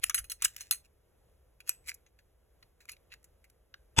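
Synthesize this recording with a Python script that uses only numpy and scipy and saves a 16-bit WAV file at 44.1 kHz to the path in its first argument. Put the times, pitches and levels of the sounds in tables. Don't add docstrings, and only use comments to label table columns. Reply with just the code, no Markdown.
import sys
import numpy as np
from scipy import signal
from scipy.fft import rfft, irfft
from scipy.io import wavfile
from scipy.ndimage import uniform_filter1d

SR = 44100
rng = np.random.default_rng(int(sys.argv[2]) if len(sys.argv) > 2 else 0)


def wav_record(signal):
    frames = np.transpose(np.atleast_2d(signal))
    bounded = np.clip(frames, -1, 1)
    quanta = np.round(bounded * 32767).astype(np.int16)
    wavfile.write(sys.argv[1], SR, quanta)


N = 176400
RISE_S, CLACK_HOLD_S, TICK_HOLD_S = 0.00059, 0.0016, 0.00096

# frequency_hz, gain_db
PIECE_COLOUR = [(300, -32.5), (900, -20.5), (1400, -5), (2400, 0.5), (3200, -8.5), (4400, -0.5),
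                (5500, -20), (8000, -35)]
# frequency_hz, gain_db
EDGE_COLOUR = [(1000, -55.5), (4300, -11.5), (6000, 5), (8200, 0.5), (9500, -0.5), (11000, 3.5),
               (14000, -8), (16500, -12.5)]


def amp(db):
    return 10 ** (np.asarray(db) / 20)


def unit(x):
    return x / np.sqrt(np.mean(x ** 2) + 1e-20)


def curve_at(points, hz):
    f, value = np.transpose(points)
    return np.interp(np.log(hz + 1), np.log(f + 1), value)


def add(mix, start_s, sound):
    start = round(start_s * SR)
    sound = sound[:, max(-start, 0):]
    part = mix[:, max(start, 0):][:, :sound.shape[1]]
    part += sound[:, :part.shape[1]]


def colour(x, points, spot_hz=None, spot_db=8.5, spot_octaves=.13, ripple_db=4.5, ripple_hz=330):
    hz = np.fft.rfftfreq(2048, 1 / SR)
    knots = np.arange(0, SR / 2, ripple_hz)
    ripple = np.interp(hz, knots, np.clip(rng.standard_normal(len(knots)), -2, 2))
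    db = np.maximum(curve_at(points, hz), -80) + ripple_db * ripple
    if spot_hz:
        db = db + spot_db * np.exp(-.5 * (np.log2((hz + 1) / spot_hz) / spot_octaves) ** 2)
    log_gain = np.log(amp(np.r_[db, db[-2:0:-1]]))
    taps = np.fft.ifft(np.exp(np.conj(signal.hilbert(log_gain)))).real
    return signal.fftconvolve(x, taps[None] / np.linalg.norm(taps), axes=1)[:, :x.shape[1]]


def microphone_pair(x):
    # frequency_hz, phase_rad
    left_lead = [(1500, 0), (2500, 1.5), (3300, .8), (4500, 3.1), (17000, 21)]
    # frequency_hz, coherence (0-1)
    likeness = [(60, 1), (130, .7), (450, .2), (1300, .88), (5000, .96)]
    hz = np.fft.rfftfreq(N, 1 / SR)
    coherence = curve_at(likeness, hz)
    lag = np.exp(-1j * np.interp(hz, *np.transpose(left_lead)))
    left, unrelated = rfft(x)
    right = (coherence * left + np.sqrt(1 - coherence ** 2) * unrelated) * lag
    return irfft(np.array([left, right]), N)


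def hand_shadow(x):
    # frequency_hz, gain_db
    shade = [(1000, 2), (2300, -3), (3300, 0)]
    gain = amp(curve_at(shade, np.fft.rfftfreq(N, 1 / SR)))
    return np.array([irfft(rfft(x[0]) * gain, N), x[1]])


def room_tone(level_db=-67.5, waver_db=1):
    # frequency_hz, density_db
    spectrum = [(20, -16.5), (58, 1), (95, -9.5), (160, -17), (250, -23.5), (480, -15), (900, -28),
                (2000, -34), (5000, -41), (10000, -39), (11300, -32), (16000, -50.5)]
    hz, t = np.fft.rfftfreq(N, 1 / SR), np.arange(N) / SR
    noise = microphone_pair(rng.standard_normal((2, N)))
    tone = unit(irfft(rfft(noise) * amp(curve_at(spectrum, hz)), N))
    rates_hz = np.geomspace(.5, 8, 20)
    waver = unit(sum(np.sin(2 * np.pi * (f * t + rng.random())) / np.sqrt(f) for f in rates_hz))
    return amp(level_db + waver_db * waver) * tone


def room_tail(x, level_db=-20, size=16384):
    # frequency_hz, t60_s
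    decay = [(500, 0.26), (3000, 0.2), (16000, 0.17)]
    hz, t, bands = signal.stft(rng.standard_normal((2, size)), SR, nperseg=256)
    tail = signal.istft(bands * amp(-60 * t / curve_at(decay, hz)[:, None]), SR, nperseg=256)[1]
    return amp(level_db) * signal.fftconvolve(x, tail / np.linalg.norm(tail[0]), axes=1)[:, :N]


def hand_rumble():
    # time_s, level_db
    movement = [(0, -75.5), (.08, -56), (.16, -70), (.21, -48.5), (.29, -67.5), (0.451, -63), (.9, -83.5)]
    # frequency_hz, gain_db
    spectrum = [(20, -5), (55, 9.5), (110, -7), (250, -34), (900, -73.5)]
    gain = amp(curve_at(spectrum, np.fft.rfftfreq(N, 1 / SR)))
    noise = irfft(rfft(rng.standard_normal(N)) * gain, N)
    return unit(noise) * amp(np.interp(np.arange(N) / SR, *np.transpose(movement)))


def friction(size, slips_per_s=700, spread_db=6, hiss=.45):
    slipping = rng.random(size) < slips_per_s / SR
    strength = amp(spread_db * np.minimum(rng.exponential(1, size), 3))
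    slips = unit(slipping * strength * rng.choice([-1, 1], (2, size)))
    return unit(slips + hiss * rng.standard_normal((2, size)))


def rubs(range_db=35.5, sing_hz=2620, size=16384):
    # peak_s, swell_s, fade_s, plastic_db, steel_db
    slides = [ (0.038, 0.023, 0.0048, -32, -35), (0.069, 0.05, .06, -55, -49),
              (0.170, 0.05, 0.056, -45, -46), (0.314, 0.026, 0.034, -46, -50),
              (0.433, 0.046, 0.062, -42.5, -48), (.470, 0.032, 0.06, -63, -58),
              (0.608, 0.15, 0.19, -57, -53.5), (.724, 0.016, 0.074, -43, -40.5),
              (0.856, 0.032, 0.018, -63, -64.5), (1.692, 0.034, 0.0052, -39.5, -37),
              (1.698, 0.0075, 0.1, -54.5, -56.5), (1.890, 0.044, 0.06, -41, -41.5),
              (2.894, 0.02, 0.037, -49, -52.5), (2.927, 0.028, 0.042, -52.5, -68),
              (3.122, 0.028, 0.054, -50, -62.5)]
    out = np.zeros((2, N))
    t = (np.arange(size) - size / 2) / SR
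    for peak_s, swell_s, fade_s, plastic_db, steel_db in slides:
        envelope = amp(-range_db * np.maximum(-t / swell_s, t / fade_s))
        slips = friction(size) * envelope
        plastic = amp(plastic_db) * colour(slips, PIECE_COLOUR, sing_hz)
        steel = amp(steel_db) * colour(slips, EDGE_COLOUR)
        add(out, peak_s + t[0], plastic + steel)
    return out


def contact(plastic, steel, plastic_db, steel_db, spot_hz, hold_s, t60, size=4096):
    t = np.arange(size) / SR
    envelope = np.minimum(t / RISE_S, 1) * amp(-60 * np.maximum(t - hold_s, 0) / t60)
    chatter = rng.standard_normal((2, size)) * envelope
    clack = amp(plastic_db) * unit(colour(chatter, plastic, spot_hz))
    snap = amp(steel_db) * unit(colour(chatter, steel, spot_hz))
    return (clack + snap) * np.sqrt(np.mean(envelope ** 2))


def held_blade_ring(size=8192):
    # pitch_hz, gain_db, t60_s
    modes = [(2450, -24.5, 0.06), (5880, -28, 0.11), (8000, -38.5, 0.31), (7600, -14.5, 0.0424),
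             (11550, -29.5, 0.1)]
    t = np.arange(size) / SR
    ring = sum(amp(db - 60 * t / t60) * np.sin(2 * np.pi * (hz * t + rng.random((2, 1))))
               for hz, db, t60 in modes)
    return ring * np.minimum(t / RISE_S, 1)


def piece_ticks():
    # start_s, plastic_db, steel_db, spot_hz, t60_s
    ticks = [ (1.603, -48.5, -55, 2580, 0.041), (1.675, -47, -43.5, 10700, 0.012),
             (1.6928, -27, -14, 7640, 0.0032), (1.8728, -50.5, -44, 11000, 0.036),
             (1.885, -43, -51, 5930, 0.02), (1.898, -40, -39, 1640, 0.017),
             (1.916, -36.5, -60.5, 2360, 0.004), (1.9420, -66, -45, 11400, 0.014),
             (1.946, -72, -45, 11540, 0.011), (2.063, -63.5, -65.5, 6400, 0.058),
             (2.188, -60, -67, 1600, 0.052), (2.626, -53, -63, 2540, 0.032),
             (2.804, -60.5, -63.5, 2620, 0.13), (2.854, -53, -56.5, 2300, 0.0095),
             (2.8871, -43.5, -57, 1980, 0.02), (2.89, -48, -47.5, 2160, 0.075),
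             (2.8937, -44, -46, 9600, 0.013), (2.9167, -58, -43.5, 12100, 0.052),
             (2.9664, -59.5, -70, 2300, 0.014), (3.1246, -47, -60, 2660, 0.016),
             (3.1381, -44.5, -51, 1940, 0.02), (3.229, -73, -63, 12200, 0.007),
             (3.2418, -63, -52.5, 13000, 0.035), (3.441, -59.5, -62, 2090, 0.053),
             (3.499, -63.5, -58, 13980, 0.019), (3.7403, -43, -64, 1520, 0.021)]
    out = np.zeros((2, N))
    for start_s, plastic_db, steel_db, spot_hz, t60 in ticks:
        tick = contact(PIECE_COLOUR, EDGE_COLOUR, plastic_db, steel_db, spot_hz, TICK_HOLD_S, t60)
        add(out, start_s, tick)
        add(out, start_s, amp(steel_db) * held_blade_ring())
    return out


def dull_knocks(size=4096):
    # start_s, pitch_hz, level_db, t60_s
    knocks = [(3.742, 1570, -31, .012), (3.9805, 90, -17.5, .09)]
    out, t = np.zeros((2, N)), np.arange(size) / SR
    mic_phase = np.array([[np.pi / 4], [-np.pi / 4]])
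    for start_s, hz, db, t60 in knocks:
        envelope = amp(db - 60 * t / t60) * np.minimum(t / CLACK_HOLD_S, 1)
        add(out, start_s, envelope * np.sin(2 * np.pi * hz * t + mic_phase))
    return out


def hard_scrape(grit_db=-4.5, ring_db=-3.5, size=2048):
    # time_s, level_db
    force_curve = [(3.960, -85), (3.965, -46), (3.970, -41), (3.9745, -31), (3.980, -33), (3.985, -25),
                   (3.989, -13), (3.9925, -19), (3.995, -35), (4.0, -38)]
    # frequency_hz, gain_db
    grit_colour = [(300, -3.5), (700, -10.5), (1500, 3.5), (3000, -19.5), (4500, 0.5), (8000, -14.5),
                   (9000, -15), (16000, -26)]
    # pitch_hz, width_hz, gain_db
    modes = [(903, 55, -2.5), (2690, 29, -3), (3040, 160, -4.5), (3478, 30, -3.5), (6457, 100, -8),
             (7875, 67.6, -3)]
    out, t = np.zeros((2, N)), np.arange(size) / SR
    start_s = force_curve[0][0]
    force = amp(np.interp(start_s + t, *np.transpose(force_curve)))
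    slips = friction(size)
    scrape = amp(grit_db) * unit(force * colour(slips, grit_colour))
    for hz, width_hz, db in modes:
        resonance = np.exp(-np.pi * width_hz * t) * np.sin(2 * np.pi * hz * t)
        ring = irfft(rfft(slips) * rfft(resonance))
        scrape += amp(ring_db + db) * unit(force * ring)
    add(out, start_s, scrape * np.sqrt(np.mean(force ** 2)))
    return out


def loose_blade_ring(t60=0.12, spread_db=8.5, buzz_hz=130, buzz_depth=1.1, size=10000):
    mode_hz = [1880, 2900, 4195, 5410, 6385, 6480, 7975, 8265, 9318, 10730, 12210, 15350]
    mode_db = [-19.5, -18.5, -10, -16.5, -12, -8, -10.5, -9, -3, -5, -3.5, -17.5]
    t = np.arange(size) / SR
    hz = np.array(mode_hz)[:, None]
    gain = amp(np.array(mode_db)[:, None] + spread_db * (2 * rng.random(hz.shape) - 1))
    jostle = unit(uniform_filter1d(rng.standard_normal((2, len(hz), size)), round(SR / buzz_hz), axis=2))
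    waver = (1 + buzz_depth * (jostle[0] + 1j * jostle[1]) / np.sqrt(2)) / np.hypot(1, buzz_depth)
    turns = hz * t + rng.random(hz.shape) + .5 * rng.random((2,) + hz.shape)
    ring = (gain * waver * np.exp(2j * np.pi * turns)).real.sum(1)
    envelope = np.minimum(t / RISE_S, 1) * amp(-60 * t / t60)
    return ring * envelope / np.sqrt(np.sum(gain ** 2) / 2)


def knife_clacks():
    # start_s, handle_db, steel_db, spot_hz, t60_s, ring_db
    clacks = [ (0.0392, -18.5, -16, 2582, 0.010, -65), (0.096, -30.5, -25.5, 5950, 0.026, -65.5),
              (0.1068, -35, -55.5, 1385, 0.024, -65.5), (0.1441, -30.5, -21, 10540, 0.032, -25),
              (0.179, -34.5, -33.5, 1372, 0.058, -47.5), (.1870, -54, -30, 10600, 0.035, -57),
              (0.242, -50.5, -51, 2552, 0.053, -51.5), (0.298, -51.5, -39, 10540, 0.025, -36),
              (0.317, -41.5, -31.5, 5580, 0.035, -61.5), (0.421, -34, -25, 7435, 0.036, -48.5),
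              (0.4426, -36, -29.5, 2870, 0.071, -47.5), (0.4468, -30, -16.5, 7914, 0.035, -48.5),
              (0.454, -26.5, -33, 2820, 0.016, -47.5), (0.48, -49, -54, 2754, 0.024, -54.5),
              (0.5635, -43.5, -36.5, 5440, 0.016, -72), (0.607, -46, -39.5, 6400, 0.044, -45),
              (0.7098, -30, -18.5, 4255, 0.018, -24.5)]
    # frequency_hz, gain_db
    handle = [(350, -46), (850, -20.5), (1250, 1.5), (1800, 1.5), (2800, 6.5), (3700, -4), (4600, -22),
              (7000, -25)]
    # frequency_hz, gain_db
    slider = [(600, -54.5), (2000, -25), (4000, -2.5), (5200, 1), (7300, 1), (9000, -0.5), (10700, 5.5),
              (12300, -1), (14000, -9.5), (15400, -5.5), (16500, -23)]
    out = np.zeros((2, N))
    for start_s, handle_db, steel_db, spot_hz, t60, ring_db in clacks:
        add(out, start_s, contact(handle, slider, handle_db, steel_db, spot_hz, CLACK_HOLD_S, t60))
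        add(out, start_s, amp(ring_db) * loose_blade_ring())
    return out


def scene():
    knife = hand_shadow(microphone_pair(knife_clacks()))
    piece = microphone_pair(piece_ticks() + rubs() + hard_scrape())
    handling = knife + piece + dull_knocks()
    return handling + microphone_pair(room_tail(handling)) + hand_rumble() + room_tone()


def record(dry):
    lowpass = signal.firwin(255, 16500, window=("kaiser", 9), fs=SR)
    return signal.oaconvolve(dry, lowpass[None], "same")


dry = scene()
out = record(dry)
wav_record(out)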